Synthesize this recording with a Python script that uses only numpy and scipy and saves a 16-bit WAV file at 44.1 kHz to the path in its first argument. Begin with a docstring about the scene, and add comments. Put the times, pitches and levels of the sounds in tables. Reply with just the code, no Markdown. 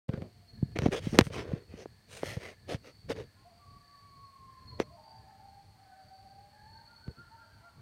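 """In woods at night, coyotes howl far off: a high falling howl, lower ones that join and rise, then yips.
Each voice is a nearly pure tone, smeared by scattering among the trees. Insects buzz in narrow bands
and a faint caller chirps evenly over the hiss of the air. Close by, a hand shifts on a camera:
impacts excite the damped modes of its case, skin or cloth rubs over it, and the grip rumbles."""
import sys
import numpy as np
from scipy import signal
from scipy.fft import rfft, irfft, next_fast_len
from scipy.io import wavfile
from scipy.ndimage import map_coordinates

SR = 44100
rng = np.random.default_rng(int(sys.argv[2]) if len(sys.argv) > 2 else 0)


def unload_audio(sound):
    """Save the sound as a 16-bit wav file, at the path given as the first command line argument."""
    columns = np.transpose(np.atleast_2d(sound))
    # keep every value between -1 and 1, then stretch to whole-number steps
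    steps = np.round(np.clip(columns, -1, 1) * 32767)
    wavfile.write(sys.argv[1], SR, steps.astype(np.int16))


N = 344421

# Held calls. Each row: start and end in seconds, first, middle and last pitch in Hz, relative level
# in dB, level change over the call in dB, octave overtone in dB, direct share from 0 to 1.
HOWL_ARCS = [(.08, .95, 687.5, 682, 692, -65.5, -8.5, -32, 0),
             (3.441, 4.003, 708, 700, 698, -72, -8.5, -20.5, 0.05),
             (3.588, 3.841, 1148, 1138, 1144, -56, -1.5, -27, 0.99),
             (3.88, 4.759, 1137, 1091, 1013, -59, 2, -25.5, 0.97),
             (4.721, 5, 593, 625, 624.4, -58.5, -6, -15.5, 0.01),
             (4.972, 5.579, 910, 875, 846.8, -58, -10, -30, .9),
             (5.072, 5.657, 749.8, 790.8, 789, -58, -1.5, -24.5, 1),
             (5.761, 6.87, 764.2, 791.8, 930, -55.5, -3.5, -17, 0.98),
             (5.8, 6.6, 610.3, 596.8, 585.2, -66.5, -4, -14.5, 0.02)]
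# Short calls. Each row: middle in seconds, top pitch in Hz, relative level in dB.
YIP_CALLS = [(3.409, 1080, -70), (3.489, 713.6, -57), (4.881, 1086, -62), (4.94, 691, -63),
             (5.02, 840, -58), (6.579, 1690, -62), (6.761, 1590, -66), (6.912, 1426, -62),
             (7.05, 1533, -62), (7.214, 1410, -56.5), (7.351, 917, -56), (7.411, 1403, -59),
             (7.662, 692, -66.5), (7.67, 1400, -60)]
# Waves of distant yelping. Each row: middle in seconds, half length in seconds, level in dB.
PACK_SWELLS = [(3.467, 0.1, -73), (5.347, 0.72, -79), (7.753, 0.58, -68.5)]
# Forest reverberation. Each row: frequency in Hz, time to decay by 60 dB in seconds.
FOREST_T60 = [(500, 2.3), (1000, 1.92), (2000, 2.1), (6000, .5)]
# Impacts on the case. Each row: start in seconds, peak level in dB, thud resonance in Hz,
# hardness and scuff level in dB relative to the thud.
CASE_IMPACTS = [(0.091, -21.5, 131, -32, -11), (0.136, -26, 160, -28, -13), (0.175, -30.5, 117, -32.5, -12),
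                (0.22, -31, 175, -23.5, -10.5), (0.627, -16, 143, -76, -29),
                (0.788, -21.5, 113, -10, -14.5), (0.82, -22, 144, -22, -21), (0.834, -23.5, 128, -32, -23),
                (0.859, -10.5, 218, -33.5, -7.5), (0.884, -19.5, 188, -41, -19),
                (1.069, -21, 169, -55, -25), (1.128, -23.5, 185, -49, -17.5), (1.188, -1.5, 297, -7, -26),
                (1.193, -18.5, 249.2, -2.5, -14), (1.21, -15.5, 110, -11, -23), (1.268, -28, 126, -20, -17),
                (1.302, -36, 133, -26, -4.5), (1.533, -21, 147, -60, -27.5), (1.738, -35.5, 210, -46, -15),
                (1.857, -31, 423, -30.5, -20.5), (2.232, -22.5, 473, -18.5, -12.5),
                (2.368, -26, 114.8, -31.5, -17), (2.744, -25.5, 122.5, -21, -19),
                (3.106, -24.5, 454, -20, -14), (4.8, -15, 401, -16.5, -26), (7.079, -30, 123.4, -30, -18.5)]
# Strokes on the case. Each row: middle and half length in seconds, level in dB,
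# tilt in dB per octave, resonance in Hz.
RUB_STROKES = [(0.14, 0.024, -44, -4, 1510), (0.215, 0.044, -46.5, -6, 650),
               (0.616, 0.058, -45, -20.5, 214), (.766, 0.0065, -30.5, -3, 2350),
               (0.84, 0.034, -39.5, -1.5, 5900), (0.934, .015, -28, -0.5, 1350),
               (0.967, 0.019, -38, 0.5, 3340), (1.055, 0.036, -48, 2, 3200),
               (1.13, 0.044, -51.5, 3.5, 5840), (1.148, 0.013, -32.5, -3, 222),
               (1.195, 0.019, -29, -3, 1950), (1.253, 0.023, -53, 4.5, 9000),
               (1.343, 0.02, -41.5, 0.5, 1130), (1.386, 0.03, -37, -1, 960), (1.491, 0.073, -43, -3, 1625),
               (1.739, 0.041, -55.5, -1, 2500), (1.804, 0.026, -47, -0.36, 5950),
               (2.154, 0.046, -49.5, 3.5, 8000), (2.285, 0.052, -43, 2.5, 2050),
               (2.448, 0.047, -45.5, 0.5, 2050), (2.718, 0.025, -36, 0.3, 747),
               (2.871, 0.027, -50.5, 0.5, 1340), (3.109, 0.0132, -31, -0.83, 515),
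               (3.187, 0.033, -43, -0.5, 435), (4.759, 0.045, -52, -12, 500),
               (4.809, 0.013, -37, -1.5, 5970), (7.093, 0.018, -44.5, -11, 394),
               (7.19, 0.018, -51, -15, 250.5), (7.795, 0.019, -50, -14, 199)]
# Nearest insects. Each row: middle and half length in seconds, pitch in Hz, relative level in dB.
NEAR_BUZZES = [(0.604, 0.095, 4330, -65), (3.012, 0.14, 4460, -70.5), (3.921, 0.16, 4516, -69),
               (4.24, 0.099, 4325, -70.5), (4.745, 0.099, 4310, -62), (5.105, 0.069, 4630, -64.5),
               (6.149, .18, 4570, -69.5), (6.918, 0.19, 4400, -62)]
# Spectra of friction, grip, insect chorus and air. Each row: frequency in Hz, relative density in dB.
FRICTION_SPECTRUM = [(40, -35), (80, -4.5), (269, -7.5), (456, 1), (864, -15.5), (1530, -16.5), (1900, -14),
                     (2840, -17.5), (4320, -23), (6140, -25), (7490, -34.5), (8900, -30.5), (10500, -40),
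                     (15500, -46.5)]
GRIP_SPECTRUM = [(15, -50.5), (25, -17.5), (97, 1.5), (229, -15), (271, -23), (302, -17), (325, -26.5),
                 (450, -20.5), (580, -49.5), (990, -120)]
CHORUS_SPECTRUM = [(3500, -64), (4000, -10), (4300, 8), (4650, 2), (4900, -21.5), (5400, -53.5)]
AIR_SPECTRUM = [(120, -29.5), (200, 0), (409, -11), (709, -7.5), (1400, -13.5), (2130, -10.5), (2750, -16),
                (3830, -15.5), (4520, -8.5), (5040, -16.5), (7540, -22.5), (8420, -17.5), (10500, -25.5),
                (15100, -25), (16000, -30.5)]

TIME = np.arange(N) / SR


def coyotes(howl_gain_db=-4, yip_gain_db=-3):
    """Multipath interference: direct and scattered sound overlap, so the calls flutter."""
    calls = [howl(*row) for row in HOWL_ARCS]
    direct = sum(row[-1] * call for row, call in zip(HOWL_ARCS, calls))
    flutter = unit(1 + .6 * band(0, half_width_hz=17))
    howling = flutter * direct + woods(sum(calls), early_db=1)
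    short_calls = yips()
    yipping = flutter * short_calls + woods(short_calls, early_db=12)
    return amp(howl_gain_db) * howling + amp(yip_gain_db) * yipping + far_pack()


def howl(start, end, first_hz, middle_hz, last_hz, db, change_db, overtone_db, direct, edge_s=.025):
    """Frequency modulation: a held pitch wavers about an arc while its level slowly drifts."""
    progress = np.clip((TIME - start) / (end - start), 0, 1)
    arc = np.polyval(np.polyfit([0, .5, 1], [first_hz, middle_hz, last_hz], 2), progress)
    waver = np.interp(direct, [0, 1], [.033, .0063])  # hidden animals waver more
    gate = np.clip(np.minimum(TIME - start, end - TIME) / edge_s + .5, 0, 1)
    level = amp(db + change_db * progress + 1.5 * wobble(10))
    return gate * level * voice(arc * (1 + waver * wobble(30)), overtone_db)


def voice(pitch, overtone_db):
    """Attenuation over distance leaves only the fundamental and a weak octave."""
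    phase = 2 * np.pi * np.cumsum(pitch) / SR
    return np.sqrt(2) * (np.sin(phase) + amp(overtone_db) * np.sin(2 * phase))


def yips(length_s=.09):
    """Superposition of the short calls that stand out from the pack."""
    out = np.zeros(N + SR)
    for middle, hz, db in YIP_CALLS:
        call = amp(db) * yip(length_s, hz, arch=.068, overtone_db=-31)
        out[int((middle - length_s / 2) * SR):][:len(call)] += call
    return out[:N]


def yip(length_s, hz, arch, overtone_db):
    """Joint modulation: amplitude and pitch rise and fall together."""
    u = np.linspace(-1, 1, int(length_s * SR))
    return np.sqrt(1 - u * u) * voice(hz * (1 - arch * u * u), overtone_db)


def far_pack(count=150, low_hz=600, high_hz=1650, length_s=.134):
    """Diffuse field: of the farthest yelps only the reverberation arrives."""
    out = np.zeros(N + SR)
    first = (PACK_SWELLS[0][0] - 2 * PACK_SWELLS[0][1]) * SR
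    for when, height, size in rng.random((count, 3)):
        hz = low_hz * (high_hz / low_hz) ** height
        call = yip(length_s * (.5 + size), hz, arch=.103, overtone_db=-13)
        out[int(first + when * (N - first)):][:len(call)] += call
    return sum(swell(*wave) for wave in PACK_SWELLS) * unit(woods(out[:N], early_db=8))


def woods(x, early_db, early_t60_s=.31):
    """Scattering: near trunks blur a call; the forest adds a long tail that loses its treble first."""
    hz, t, spectra = signal.stft(rng.standard_normal(2 * SR), SR, nperseg=256)
    early = amp(early_db - 60 * t / early_t60_s)
    late = amp(-60 * t / along(FOREST_T60, hz)[:, None])
    response = signal.istft(spectra * (early + late), SR, nperseg=256)[1]
    return unit(signal.fftconvolve(x, response)[:N]) * np.std(x)


def bumps(spread_s=.0011, clack_hz=680, click_hz=2000, hard_hz=14000, chatter_s=.002):
    """Impacts excite the case's modes; dispersion of bending waves brings the treble first."""
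    out, size = np.zeros(N + SR), 4096
    hz, t = np.fft.rfftfreq(size, 1 / SR) + 1, np.arange(size) / SR
    bending = np.exp(-4j * np.pi * spread_s * np.sqrt(1000 * hz))
    mode = lambda centre, loss: 1j * hz / centre / (1 + loss * 1j * hz / centre - (hz / centre) ** 2)
    ring = lambda response: unit(irfft(response * bending))
    bass_cut = (hz / (hz - 45j)) ** 2
    for start, db, thud_hz, hard_db, _ in CASE_IMPACTS:
        chatter = rng.standard_normal(size) * np.exp(-t / chatter_s)
        contact = 1 + .42 * rfft(chatter / np.linalg.norm(chatter))
        edge_hz = hard_hz * amp(hard_db / 2)  # a soft touch loses its top
        thud = ring(mode(thud_hz, loss=.7) / (1 + (hz / thud_hz / 2) ** 3) * bass_cut)
        clack = ring(contact * mode(clack_hz, loss=2.4) ** 2)
        click = ring(contact * mode(click_hz, loss=.94) / (1 + (hz / edge_hz) ** 3))
        blow = thud + amp(.65 * hard_db - 3) * clack + amp(hard_db + 1) * click
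        out[round(start * SR):][:size] += amp(db) * blow / np.abs(blow).max()
    return out[:N]


def rubs(grain_db=2, resonance_db=7, width_octaves=.21, ripple_db=2, knots=70):
    """Sliding friction makes grainy noise, coloured by the resonances of the spot that is touched."""
    out, size = np.zeros(N + 2 * SR), 32768
    hz, t = np.fft.rfftfreq(size, 1 / SR) + 1, (np.arange(size) - size // 2) / SR
    for middle, half, db, tilt_db, spot_hz in RUB_STROKES + scuffs():
        spot = resonance_db * np.exp(-(np.log2(hz / spot_hz) / width_octaves) ** 2)
        ripple = map_coordinates(rng.standard_normal(knots), [np.sqrt(hz / hz[-1]) * (knots - 1)])
        tilt = tilt_db * np.log2(np.maximum(hz, 130) / 1000)
        colour = amp(along(FRICTION_SPECTRUM, hz) + tilt + spot + ripple_db * ripple)
        friction = unit(irfft(rfft(rng.standard_normal(size)) * colour))
        u = t / half * np.where(t < 0, 1.15, .9)  # skin catches quickly and slides out more slowly
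        envelope = amp(db) * np.exp(-.5 * u ** 2 - (u / 2) ** 4)
        out[SR + round(middle * SR) - size // 2:][:size] += envelope * friction
    return out[SR:][:N] * unit(amp(grain_db * wobble(350)))


def scuffs(lag_s=.0039, half_s=.0055, spot_hz=530):
    """Slip after impact: the finger makes a brief stroke, brighter the harder the touch."""
    return [(start + lag_s, half_s, db + scuff_db, -.5 + .14 * hard_db, spot_hz)
            for start, db, _, hard_db, scuff_db in CASE_IMPACTS]


def grip(rubbing, rest_db=-62.5, coupling_db=-2.5, smoothing_s=.45, tremor_db=3.5):
    """Structure-borne sound: the holding hand rumbles unevenly, more so whenever it slides."""
    window = signal.windows.hann(int(smoothing_s * SR))
    effort = np.abs(signal.fftconvolve(np.abs(rubbing), window / window.sum(), "same"))
    level = np.hypot(amp(rest_db), amp(coupling_db) * effort)
    return level * unit(amp(tremor_db * wobble(13)) * noise(GRIP_SPECTRUM))


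def insects(chorus_db=-75, buzz_gain_db=1, low_hz=4280, high_hz=4720, far_count=18):
    """Noise modulation spreads each insect's tone into a narrow band, swelling over a steady chorus."""
    rasp = band(0, half_width_hz=55)
    out = amp(chorus_db) * noise(CHORUS_SPECTRUM)
    far_buzzes = [((k + when) / far_count * N / SR, .18, low_hz + height * (high_hz - low_hz), -77)
                  for k, (when, height) in enumerate(rng.random((far_count, 2)))]
    for middle, half, hz, db in NEAR_BUZZES + far_buzzes:
        carrier = np.sqrt(2) * np.sin(2 * np.pi * hz * TIME)
        out += swell(middle, half, db + buzz_gain_db) * np.roll(rasp, rng.integers(N)) * carrier
    return out


def chirper(hz=1730, db=-74, period_s=.665, peak_s=3.95):
    """Periodic amplitude modulation: a far cricket or frog repeats one soft note."""
    pulse = .5 + .5 * np.cos(2 * np.pi * (TIME - peak_s) / period_s)
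    return amp(db) * pulse ** 2 * band(hz, half_width_hz=75)


def night_air(db=-69):
    """Stationary broadband noise: a faint, even hiss."""
    return amp(db) * noise(AIR_SPECTRUM)


def amp(db):
    """Decibels to amplitude ratio."""
    return 10 ** (np.asarray(db) / 20)


def unit(x):
    """Normalisation to rms 1."""
    return x / np.sqrt(np.mean(x ** 2) + 1e-20)


def along(points, hz):
    """Interpolation of (Hz, value) points on a logarithmic frequency axis."""
    f, values = np.transpose(points)
    return np.interp(np.log(hz + 1), np.log(f + 1), values)


def swell(middle, half, db):
    """A Gaussian envelope with standard deviation half, in seconds."""
    return amp(db) * np.exp(-.5 * ((TIME - middle) / half) ** 2)


def wobble(rate):
    """A random spline with rate knots a second."""
    return map_coordinates(rng.standard_normal(int(N * rate / SR) + 4), [TIME * rate])


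def filtered(x, response):
    """Linear filtering: the spectrum is multiplied by a frequency response."""
    size = next_fast_len(N + SR // 2)
    return irfft(rfft(x, size) * response(np.fft.rfftfreq(size, 1 / SR)), size)[:N]


def noise(spectrum):
    """Spectral shaping of white noise, at rms 1."""
    return unit(filtered(rng.standard_normal(N), lambda hz: amp(along(spectrum, hz))))


def band(hz, half_width_hz):
    """Narrowband noise of rms 1; around 0 Hz it is a random flutter."""
    return unit(filtered(rng.standard_normal(N), lambda f: 1 / (1 + ((f - hz) / half_width_hz) ** 2)))


def scene():
    """Superposition of far animals, night air and near handling in one channel."""
    air = night_air()
    rubbing = rubs()
    return (coyotes() + insects() + chirper() + air + grip(rubbing) + bumps() + rubbing)[None]


def record(dry, onset_s=.083, cutoff_hz=15850):
    """Gating and band limiting: a moment of silence, then only sound below the cutoff."""
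    return filtered(dry[0] * (TIME > onset_s), lambda hz: hz < cutoff_hz)[None]


dry = scene()
out = record(dry)
unload_audio(out)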